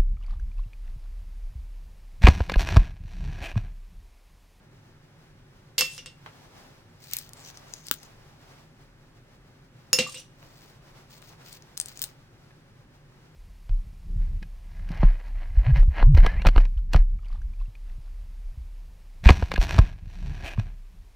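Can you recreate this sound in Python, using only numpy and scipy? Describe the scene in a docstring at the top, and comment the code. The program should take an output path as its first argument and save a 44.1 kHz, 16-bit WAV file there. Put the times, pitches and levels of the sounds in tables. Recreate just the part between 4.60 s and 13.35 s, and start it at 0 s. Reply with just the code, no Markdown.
"""A quiet room hums under a thin hiss and a soft sleeve rustle; then sea glass drops into a glass carafe,
and later a second piece does. Each drop is a flurry of blows: decaying sines ring wall and air, and noise
bursts make ticks and thumps. Bubbles in a little water and small nudges of the settling piece follow.
In between and after, fingers handle a loose pile on the left: short bursts click, grainy noise scrapes."""
import sys
import numpy as np
from scipy import signal
from scipy.fft import rfft, irfft
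from scipy.io import wavfile

SR = 44100
rng = np.random.default_rng(int(sys.argv[2]) if len(sys.argv) > 2 else 0)


def transcribe(signal):
    """Save signal, clipped to [-1, 1], as a 16-bit WAV file at the path in sys.argv[1]."""
    frames = np.atleast_2d(signal).T
    limited = np.clip(frames, -1, 1)
    pcm = np.round(limited * 32767).astype(np.int16)
    wavfile.write(sys.argv[1], SR, pcm)


N = 385875  # length in samples
TOP_HZ = 16500  # upper limit of the sound
AGE = np.arange(SR // 2) / SR  # seconds since a sound began, up to half a second

# Tone of glass touching the carafe. Each row: frequency in Hz, relative level in dB.
TICK_COLOUR = [(60, -42.5), (350, -12), (900, -12), (1700, -6), (3500, -12.5), (5200, 5.5), (7000, -3),
               (10500, -5.5), (12000, -16.5), (16000, -15.5)]
# Tone of loose pieces touching each other. Each row: frequency in Hz, relative level in dB.
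PIECE_COLOUR = [(200, -41), (1500, -8.5), (2300, -8), (3600, 2.5), (4500, 2.5), (6500, 2.5), (9000, 4),
                (11500, 1.5), (14500, -9.5), (16500, 0)]


def undb(db):
    """Turn decibels into a gain."""
    return 10 ** (np.asarray(db) / 20)


def fade(t60):
    """Die away exponentially, by 60 dB in t60 seconds."""
    return np.exp(-np.log(1000) * AGE / max(t60, 1 / SR))


def add(out, s, sound):
    """Mix a sound in at time s, in seconds."""
    i = int(s * SR)
    out[:, i:i + sound.shape[-1]] += sound[..., :N - i]


def pan(db):
    """Give the gains of both channels for a left-minus-right level in dB."""
    return undb([[db / 2], [-db / 2]])


def between(ends, share):
    """Give the value a share of the way from one end to the other."""
    return ends[0] + np.clip(share, 0, 1) * (ends[1] - ends[0])


def colour(x, points, tilt_db=0):
    """Filter through (Hz, dB) points, without sound ahead of the input, keeping the power of white noise."""
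    size = 2048 if x.shape[-1] < N else 16384
    octave = np.log2(np.maximum(np.fft.rfftfreq(size, 1 / SR), 1))
    hz, db = np.transpose(points)
    # the tilt is in dB per octave above 1024 Hz
    level_db = np.interp(octave, np.log2(hz), db) + tilt_db * np.maximum(octave - 10, 0)
    gain = undb(level_db)
    # folding the cepstrum forward gives a filter that responds as early as it can
    cepstrum = irfft(np.log(gain / np.sqrt(np.mean(gain ** 2))))
    cepstrum[1:size // 2] *= 2
    cepstrum[size // 2 + 1:] = 0
    response = irfft(np.exp(rfft(cepstrum)))
    return signal.fftconvolve(x, response[None], axes=1)[:, :x.shape[-1]]


def noise(size, likeness):
    """Make stereo white noise; likeness is the correlation between the channels."""
    mid, side = rng.standard_normal((2, size))
    c = np.clip(likeness, -1, 1)
    return np.sqrt((1 + c) / 2) * mid + np.sqrt((1 - c) / 2) * np.array([side, -side])


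def burst(t60, likeness, snap):
    """Make one sharp contact, then fast-dying chatter; a larger snap favours the contact at equal energy."""
    x = noise(len(AGE), likeness) * fade(t60)
    x[:, 0] = snap
    return x * np.sqrt(np.sum(fade(t60) ** 2) / np.sum(x ** 2, axis=1, keepdims=True))


def ring(hz, t60, spread):
    """Ring one mode, which reaches the two microphones with slightly different phases."""
    offset = spread * rng.uniform(-1, 1) * np.array([[1], [-1]])
    return np.sin(2 * np.pi * hz * AGE + offset) * fade(t60)


def band(hz, width_hz):
    """Make stereo noise in a cluster of close resonances, at unit level."""
    centre_hz = min(hz, SR * .45)
    peak = signal.iirpeak(centre_hz, hz / width_hz, fs=SR)
    x = signal.lfilter(*peak, noise(len(AGE), likeness=.4))
    x = signal.lfilter(*peak, x)  # twice, for steeper sides
    return x / np.std(x)


def from_left(x, count=5):
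    """Delay the right channel by count samples, as for sound coming from the left."""
    return np.array([x[0], np.roll(x[1], count)])


def background():
    """A low ventilation hum, alike on both sides, under a thin hiss: both are coloured noise."""
    # Tone of the hum. Each row: frequency in Hz, relative level in dB.
    hum_colour = [(12, -30.5), (20, -6), (43, -6.5), (75, -19), (92, -6.5), (145, -2.5), (160, -2.5),
                  (177, -17), (201, -11), (222, -17), (248, -12.5), (307, -18), (380, -15), (400, -18),
                  (520, -45.5), (880, -120)]
    # Tone of the hiss. Each row: frequency in Hz, relative level in dB.
    hiss_colour = [(240, -25), (400, -9), (512, -3.5), (553, 0), (666, -13.5), (826, -6), (964, -11),
                   (1600, -8), (1870, -10), (7750, -28.5), (16000, -35.5)]
    hum = colour(noise(N, likeness=.96), hum_colour)
    hiss = colour(noise(N, likeness=0.47), hiss_colour)
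    return undb(-55) * hum + undb(-64) * hiss


def hand(flutter_db=2):
    """Cloth noise from the sleeve swells with each reach, and the hand makes soft bumps."""
    # Tone of the sleeve. Each row: frequency in Hz, relative level in dB.
    sleeve_colour = [(100, -10), (300, -1.5), (800, -1.5), (1500, -5.5), (3000, -10.5), (5500, -12),
                     (9000, -23), (16000, -23)]
    # The sleeve brushing as the arm moves. Each row: start in seconds, end in seconds, level in dB.
    reaches = [(1.55, 2.276, -56), (2.575, 3.3, -55.5), (3.204, 4.15, -59), (5.69, 6.252, -61),
               (6.127, 6.522, -56), (6.432, 7.695, -59.5)]
    # Soft bumps of the hand. Each row: start in seconds, level in dB, time to fade by 60 dB in seconds.
    bumps = [(1.6612, -34, 0.022), (1.667, -44.5, 0.15), (5.828, -39, 0.0067), (7.908, -52, 0.037)]
    # Tone of a bump. Each row: frequency in Hz, relative level in dB.
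    bump_colour = [(100, -18), (400, -8.5), (850, 3), (1400, 0), (2300, -1.5), (3800, -9.5), (6000, -24),
                   (12000, -34)]
    rise_s, fall_s, resting_db = 0.16, 0.16, -63.5
    t = np.arange(N) / SR
    flutter = np.interp(t, np.linspace(0, t[-1], num=200), rng.standard_normal(size=200))
    power = undb(resting_db) ** 2
    for start, end, db in reaches:
        swell = np.clip(np.minimum((t - start) / rise_s, (end - t) / fall_s), 0, 1)
        power = power + (undb(db) * swell) ** 2
    out = colour(noise(N, likeness=0.37), sleeve_colour) * np.sqrt(power) * undb(flutter_db * flutter)
    for s, db, t60 in bumps:
        add(out, s, undb(db) * colour(burst(t60, likeness=0.25, snap=2.5), bump_colour))
    return out


def shimmer(count=520, t60=.16, treble_hz=17000):
    """Ring each of the wall's weak, closely spaced modes; the high ones die sooner."""
    edges = np.linspace(900, TOP_HZ, count + 1)
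    return np.array([ring(hz, t60 / (1 + (hz / treble_hz) ** 2), spread=min(hz / 4500, 1.2))
                     for hz in rng.uniform(edges[:-1], edges[1:])], dtype=np.float32)


def touch(weak, tilt_db):
    """Mix the wall's weak modes with random weights, since every point of contact excites them differently."""
    # Tone of the many weak modes. Each row: frequency in Hz, relative level in dB.
    dense_colour = [(1000, -17), (1600, -14), (2900, 3.5), (4000, -0.5), (5400, -2), (7000, -3.5),
                    (8500, -6.5), (10000, -15.5), (13500, -18.5), (15500, -22)]
    weights = (rng.standard_normal(len(weak)) * np.sqrt(2 / len(weak))).astype(np.float32)
    return colour(np.tensordot(weights, weak, 1), dense_colour, tilt_db)


def shard(hz, t60=0.082, damping=1):
    """A free piece rings in a narrow cluster; higher ones die sooner (t60 is for 8 kHz)."""
    return band(hz, width_hz=420) * fade(t60 * (8000 / hz) ** damping)


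def carafe(weak, air_hz=512, air_t60=0.14, air_rise=0.008, thump_t60=.16):
    """Each blow ticks, rings wall and piece, and shakes the table; the air inside swells a moment later."""
    # Main modes of the wall. Each row: frequency in Hz, relative level in dB when struck at the neck,
    # the same when struck at the base, time to fade by 60 dB in seconds.
    wall_modes = [(1856, -46, -33, .15), (2168, -46, -31, .15), (3009, -44, -28, .12),
                  (3326, -48, -29, .14), (3472, -46, -32, .18), (3666, -42, -29, .16),
                  (4370, -37, -35, .16), (4633, -34, -31, .15), (4684, -33, -29, .15),
                  (5060, -25, -31, .17), (5230, -22, -34, .15), (5338, -23, -30, .16),
                  (5376, -19, -24, .17), (5448, -25, -33, .15), (5850, -38, -31, .16), (6915, -14, -34, .1),
                  (8230, -28, -35, .1), (8990, -33, -39, .12), (9723, -23, -46, .13),
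                  (13330, -29, -52, .14), (14770, -32, -50, .12)]
    # The two halves of the split bell tone. Each row: frequency in Hz, time to fade by 60 dB in seconds.
    bell_pair = [(2702, .21), (2761, .16)]
    # Blows on the carafe. Each row: start in seconds, strength in dB, place from 0 neck to 1 base,
    # contact from 0 corner to 1 flat face, weight in dB, wanted bell tone in Hz (the nearer half sounds),
    # the piece's own ring in Hz, level of that ring in dB relative to the strength.
    blows = [(1.1808, -4, 1, 1, -37.5, 2762, 4640, -21.5), (1.1872, -14.5, .4, 1, -31, 2762, 12000, -6.5),
             (1.191, -16.5, .7, 0.18, -24, 2762, 12100, -19.5),
             (1.197, -20, .65, 0.25, -8, 2762, 15300, -16), (1.2097, -2, .85, 0.49, -23, 2702, 8700, -26.5),
             (1.3795, -22.5, .8, 0.73, -22.5, 2762, 5800, -22), (1.46, -24, .9, 0.6, -21, 2762, 8120, -21),
             (5.3309, -3.5, .02, .02, -16, 2762, 5300, -13), (5.3875, -3.5, 1, 1, -1.5, 2762, 7800, -34.5),
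             (5.544, -28, .45, 1, -9, 2762, 8200, -12), (5.552, -30, .8, 1, -15, 2762, 3740, -16),
             (5.579, -40, 0.6, 1, -3, 2762, 5870, -3)]
    # Tone of the thump through the table. Each row: frequency in Hz, relative level in dB.
    thump_colour = [(40, -28), (100, -11), (150, 1), (200, -2.5), (260, -3.5), (350, -11.5), (700, -16),
                    (1500, -34), (4000, -47)]
    # what a blow of strength 0 dB excites: (dB for a corner, dB for a flat face)
    wall_db, bell_db, tick_db, dense_db = (0.5, -4.5), (-14.5, -14), (0, -15.5), (-27, -18)
    dense_tilt_db = (-4, -1.5)  # per octave: (corner, flat face)
    air_db, thump_db = -12, -21  # at weight 0 dB
    air_per_weight, bell_per_weight = .55, .17  # dB for each dB of weight; the thump follows it fully
    # softer and heavier blows press longer: dB per octave of treble lost for each dB
    soft_dulling, heavy_dulling = .13, 0.12
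    out = np.zeros((2, N))
    for s, db, place, flat, weight_db, bell_hz, piece_hz, piece_db in blows:
        wall = sum(undb(between((neck_db, base_db), place)) * ring(hz, t60, spread=min(hz / 5500, 1.2))
                   for hz, neck_db, base_db, t60 in wall_modes)
        # the side that is struck decides which half of the bell pair speaks
        half_hz, half_t60 = min(bell_pair, key=lambda mode: abs(mode[0] - bell_hz))
        bell = undb(bell_per_weight * weight_db) * ring(half_hz, half_t60, spread=0.39)
        tilt_db = soft_dulling * db - heavy_dulling * weight_db
        tick = colour(burst(t60=0.008, likeness=0.53, snap=8.1), TICK_COLOUR, tilt_db)
        dense = touch(weak, tilt_db + between(dense_tilt_db, flat))
        glass = sum(undb(between(ends, flat)) * part
                    for ends, part in [(wall_db, wall), (bell_db, bell), (tick_db, tick), (dense_db, dense)])
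        air = ring(air_hz, air_t60, spread=.1) * (1 - np.exp(-AGE / air_rise))
        thump = colour(noise(len(AGE), likeness=1.0) * fade(thump_t60), thump_colour)
        bass = undb(air_db + air_per_weight * weight_db) * air + undb(thump_db + weight_db) * thump
        add(out, s, undb(db) * (glass + bass + undb(piece_db) * shard(piece_hz)))
    return out * pan(db=-0.7)


def water(glide=0.2):
    """Air dragged under by a piece rings as a bubble, rising in pitch as it nears the surface."""
    # Bubbles. Each row: start in seconds, first pitch in Hz, level in dB, time to fade by 60 dB in seconds.
    bubbles = [(1.22, 1170, -22.5, 0.014), (1.392, 2807, -36.5, 0.048), (5.4653, 1168, -35, 0.11),
               (5.4890, 1150, -39, 0.031), (5.5660, 2860, -37, 0.091)]
    out = np.zeros((2, N))
    for s, hz, db, t60 in bubbles:
        # the pitch climbs by twice the glide, as a share of the first pitch, each second
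        add(out, s, undb(db) * np.sin(2 * np.pi * hz * AGE * (1 + glide * AGE)) * fade(t60))
    return out


def settling(weak, count=6, jitter_s=0.0027, wall_db=-3, piece_db=-2, tick_db=2, tilt_db=4):
    """A sunken piece rocks in a few ever softer nudges that ring it and, faintly, the wall."""
    # Pieces rocking to rest. Each row: start in seconds, end in seconds, level at first in dB.
    rockings = [(1.298, 1.375, -46), (5.4733, 5.62, -41)]
    db_per_s, ring_hz, spread_oct = -25, 8400, 0.2
    out = np.zeros((2, N))
    for start, end, db in rockings:
        for s in np.linspace(start, end, count + 1)[:-1]:
            late, pitch = rng.uniform(-1, 1, 2)
            wall = touch(weak, tilt_db)
            piece = shard(ring_hz * 2 ** (spread_oct * pitch))
            tick = colour(burst(t60=0.006, likeness=0.53, snap=10), TICK_COLOUR)
            nudge = undb(wall_db) * wall + undb(piece_db) * piece + undb(tick_db) * tick
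            add(out, s + jitter_s * late, undb(db + db_per_s * (s - start)) * nudge)
    return out


def scrapes(grain_db=14, wobble_db=2, taper=0.43, size=12):
    """Frosted faces slip under wavering pressure, in dense grains that ring the pieces; edges catch at times."""
    # Pieces sliding over the pile. Each row: start in seconds, end in seconds, level in dB, ring in Hz.
    slides = [(2.374, 2.705, -50.5, 15000), (2.509, 2.599, -47.5, 2350), (2.752, 2.85, -57, 7340),
              (2.832, 2.921, -50.5, 6050), (2.93, 3.004, -58.5, 5900), (3.047, 3.296, -60.5, 6400),
              (3.249, 3.31, -55, 4800), (3.309, 3.49, -61, 6150), (5.748, 6.193, -63, 15000),
              (6.486, 6.61, -56, 15500), (6.6, 6.744, -60, 15200), (6.83, 6.994, -53, 14800),
              (7.154, 7.548, -54.5, 16000)]
    # Tone of a rubbed piece. Each row: frequency in Hz, relative level in dB.
    rub_colour = [(300, -14.5), (1500, -2.5), (2300, 1.5), (3600, 2), (4600, 5), (6000, 1), (9000, -7),
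                  (12000, -12.5), (16000, -5.5)]
    base_ring_db, ring_db_per_oct = -1.5, -6.5  # ring against rub up to 6 kHz; higher rings are weaker
    # edges catching: average rate, the loudest over the rub before colouring, and how much softer they get
    catches_per_s, catch_db, catch_range_db = 60, 23, 18
    grain = 96  # samples
    out = np.zeros((2, N))
    for start, end, db, ring_hz in slides:
        stroke = signal.windows.tukey(int(np.clip((end - start) * SR, 2, len(AGE))), taper)
        wobble = np.interp(AGE, np.linspace(0, AGE[-1], size), rng.standard_normal(size))
        pressure = undb(wobble_db * wobble)
        grains = np.repeat(undb(grain_db * rng.random(len(AGE) // grain + 1)), grain)[:len(AGE)]
        grains = grains / np.sqrt(np.mean(grains ** 2))
        ring_db = base_ring_db + ring_db_per_oct * max(np.log2(ring_hz / 6000), 0)
        rub = colour(noise(len(AGE), likeness=0.54), rub_colour)
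        rub = rub + undb(ring_db) * band(ring_hz, width_hz=1300)
        chance, softness = rng.random((2, len(AGE)))
        catches = (chance < catches_per_s / SR) * undb(catch_db - catch_range_db * softness)
        sound = pressure * (rub * grains + colour(catches[None], PIECE_COLOUR))
        add(out, start, undb(db) * sound[:, :len(stroke)] * stroke)
    return out * pan(db=3.5)


def piece_ring(hz, t60, width_hz, count=6):
    """Ring a few neighbouring modes of an irregular shard, equally strong on both sides."""
    modes = hz + width_hz * (np.arange(count) + rng.random(count) - count / 2) / count
    x = sum(ring(f, t60, spread=0.57) for f in modes)
    return x * np.sqrt(np.sum(fade(t60) ** 2) / (2 * np.sum(x ** 2, axis=1, keepdims=True)))


def pile(piece_t60=0.01, width_hz=1700):
    """Pieces damped by fingers click dryly, ring very briefly and sometimes knock on the table."""
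    # Loose pieces clicking together. Each row: start in seconds, level in dB, time for the contact to fade
    # by 60 dB in seconds, the piece's own ring in Hz, level of that ring in dB relative to the click.
    touches = [(2.44, -46, .015, 12800, -5), (2.484, -47, .012, 5500, 4), (2.5127, -34, 0.013, 15000, -8),
               (2.535, -22, .025, 14300, 6), (2.5678, -21.5, 0.0047, 12600, 4.5),
               (2.587, -30.5, .036, 15900, 6), (2.6922, -39, 0.0074, 15000, -6),
               (2.734, -35.5, 0.016, 15500, -14), (2.973, -45.5, .028, 5830, 13),
               (3.1376, -34, .02, 6400, 12), (3.2683, -32.5, .014, 6000, -10),
               (3.2847, -30, 0.014, 5570, 2), (3.3129, -10, 0.0049, 15000, 0.5),
               (3.34, -31, 0.013, 14850, -8), (3.4315, -42, .024, 5800, 5), (6.62, -45, 0.013, 8300, -10),
               (6.928, -38, 0.028, 15000, -8), (7.0233, -45, 0.0058, 6000, 5),
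               (7.1715, -35, 0.0079, 6000, 4), (7.176, -21.5, 0.011, 8000, -16),
               (7.2006, -9.5, .0012, 9170, -4.5), (7.213, -23, .008, 9700, -1),
               (7.259, -29.5, 0.0065, 9100, 2), (7.2852, -30.5, 0.0063, 15700, -14),
               (7.3743, -32.5, 0.0063, 7400, 0), (7.3932, -34, 0.016, 7700, 0),
               (7.4181, -20, 0.0082, 15500, 4.5), (7.425, -25.5, .014, 12200, 0),
               (7.43, -30, 0.0068, 15400, 8), (7.4399, -23, 0.025, 15700, -2)]
    # Pieces knocking on the table. Each row: start in seconds, level in dB.
    table_knocks = [(3.3127, -21), (6.6253, -45)]
    # Tone of the table. Each row: frequency in Hz, relative level in dB.
    table_colour = [(100, -18), (260, 5.5), (750, -9.5), (1400, 6), (2200, -9.5), (2700, -1), (4000, -2.5),
                    (8000, -38.5)]
    clicks, knocks = np.zeros((2, 2, N))
    for s, db, t60, hz, ring_db in touches:
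        contact = colour(burst(t60, likeness=0.26, snap=8.8), PIECE_COLOUR)
        add(clicks, s, undb(db) * (contact + undb(ring_db) * piece_ring(hz, piece_t60, width_hz)))
    for s, db in table_knocks:
        add(knocks, s, undb(db) * colour(burst(t60=0.0068, likeness=0.2, snap=11), table_colour))
    return clicks * pan(db=4.5) + knocks * pan(db=15.5)


def room(x, t60, wet_db):
    """The table top and near walls return a short, faint tail: fading noise convolved with the sound."""
    tail = noise(len(AGE), likeness=0.2) * fade(t60) * (1 - np.exp(-AGE / .004))
    tail /= np.sqrt(np.sum(tail ** 2, axis=1, keepdims=True))
    return x + undb(wet_db) * signal.fftconvolve(x, tail, axes=1)[:, :N]


def scene():
    """Place the carafe near the middle, and the pile, hand and hum off to the left."""
    weak = shimmer()
    surroundings = from_left(background() + hand())
    drops = room(carafe(weak) + water() + settling(weak), t60=0.29, wet_db=-10)
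    handling = room(from_left(scrapes() + pile(), count=6), t60=0.11, wet_db=-12.5)
    return surroundings + drops + handling


def record(dry):
    """Clip at full scale, then cut the treble above the top frequency with a steep low-pass."""
    low_pass = signal.ellip(10, .2, 70, TOP_HZ, fs=SR, output="sos")
    return signal.sosfilt(low_pass, np.clip(dry, -1, 1))


dry = scene()
out = record(dry)
transcribe(out)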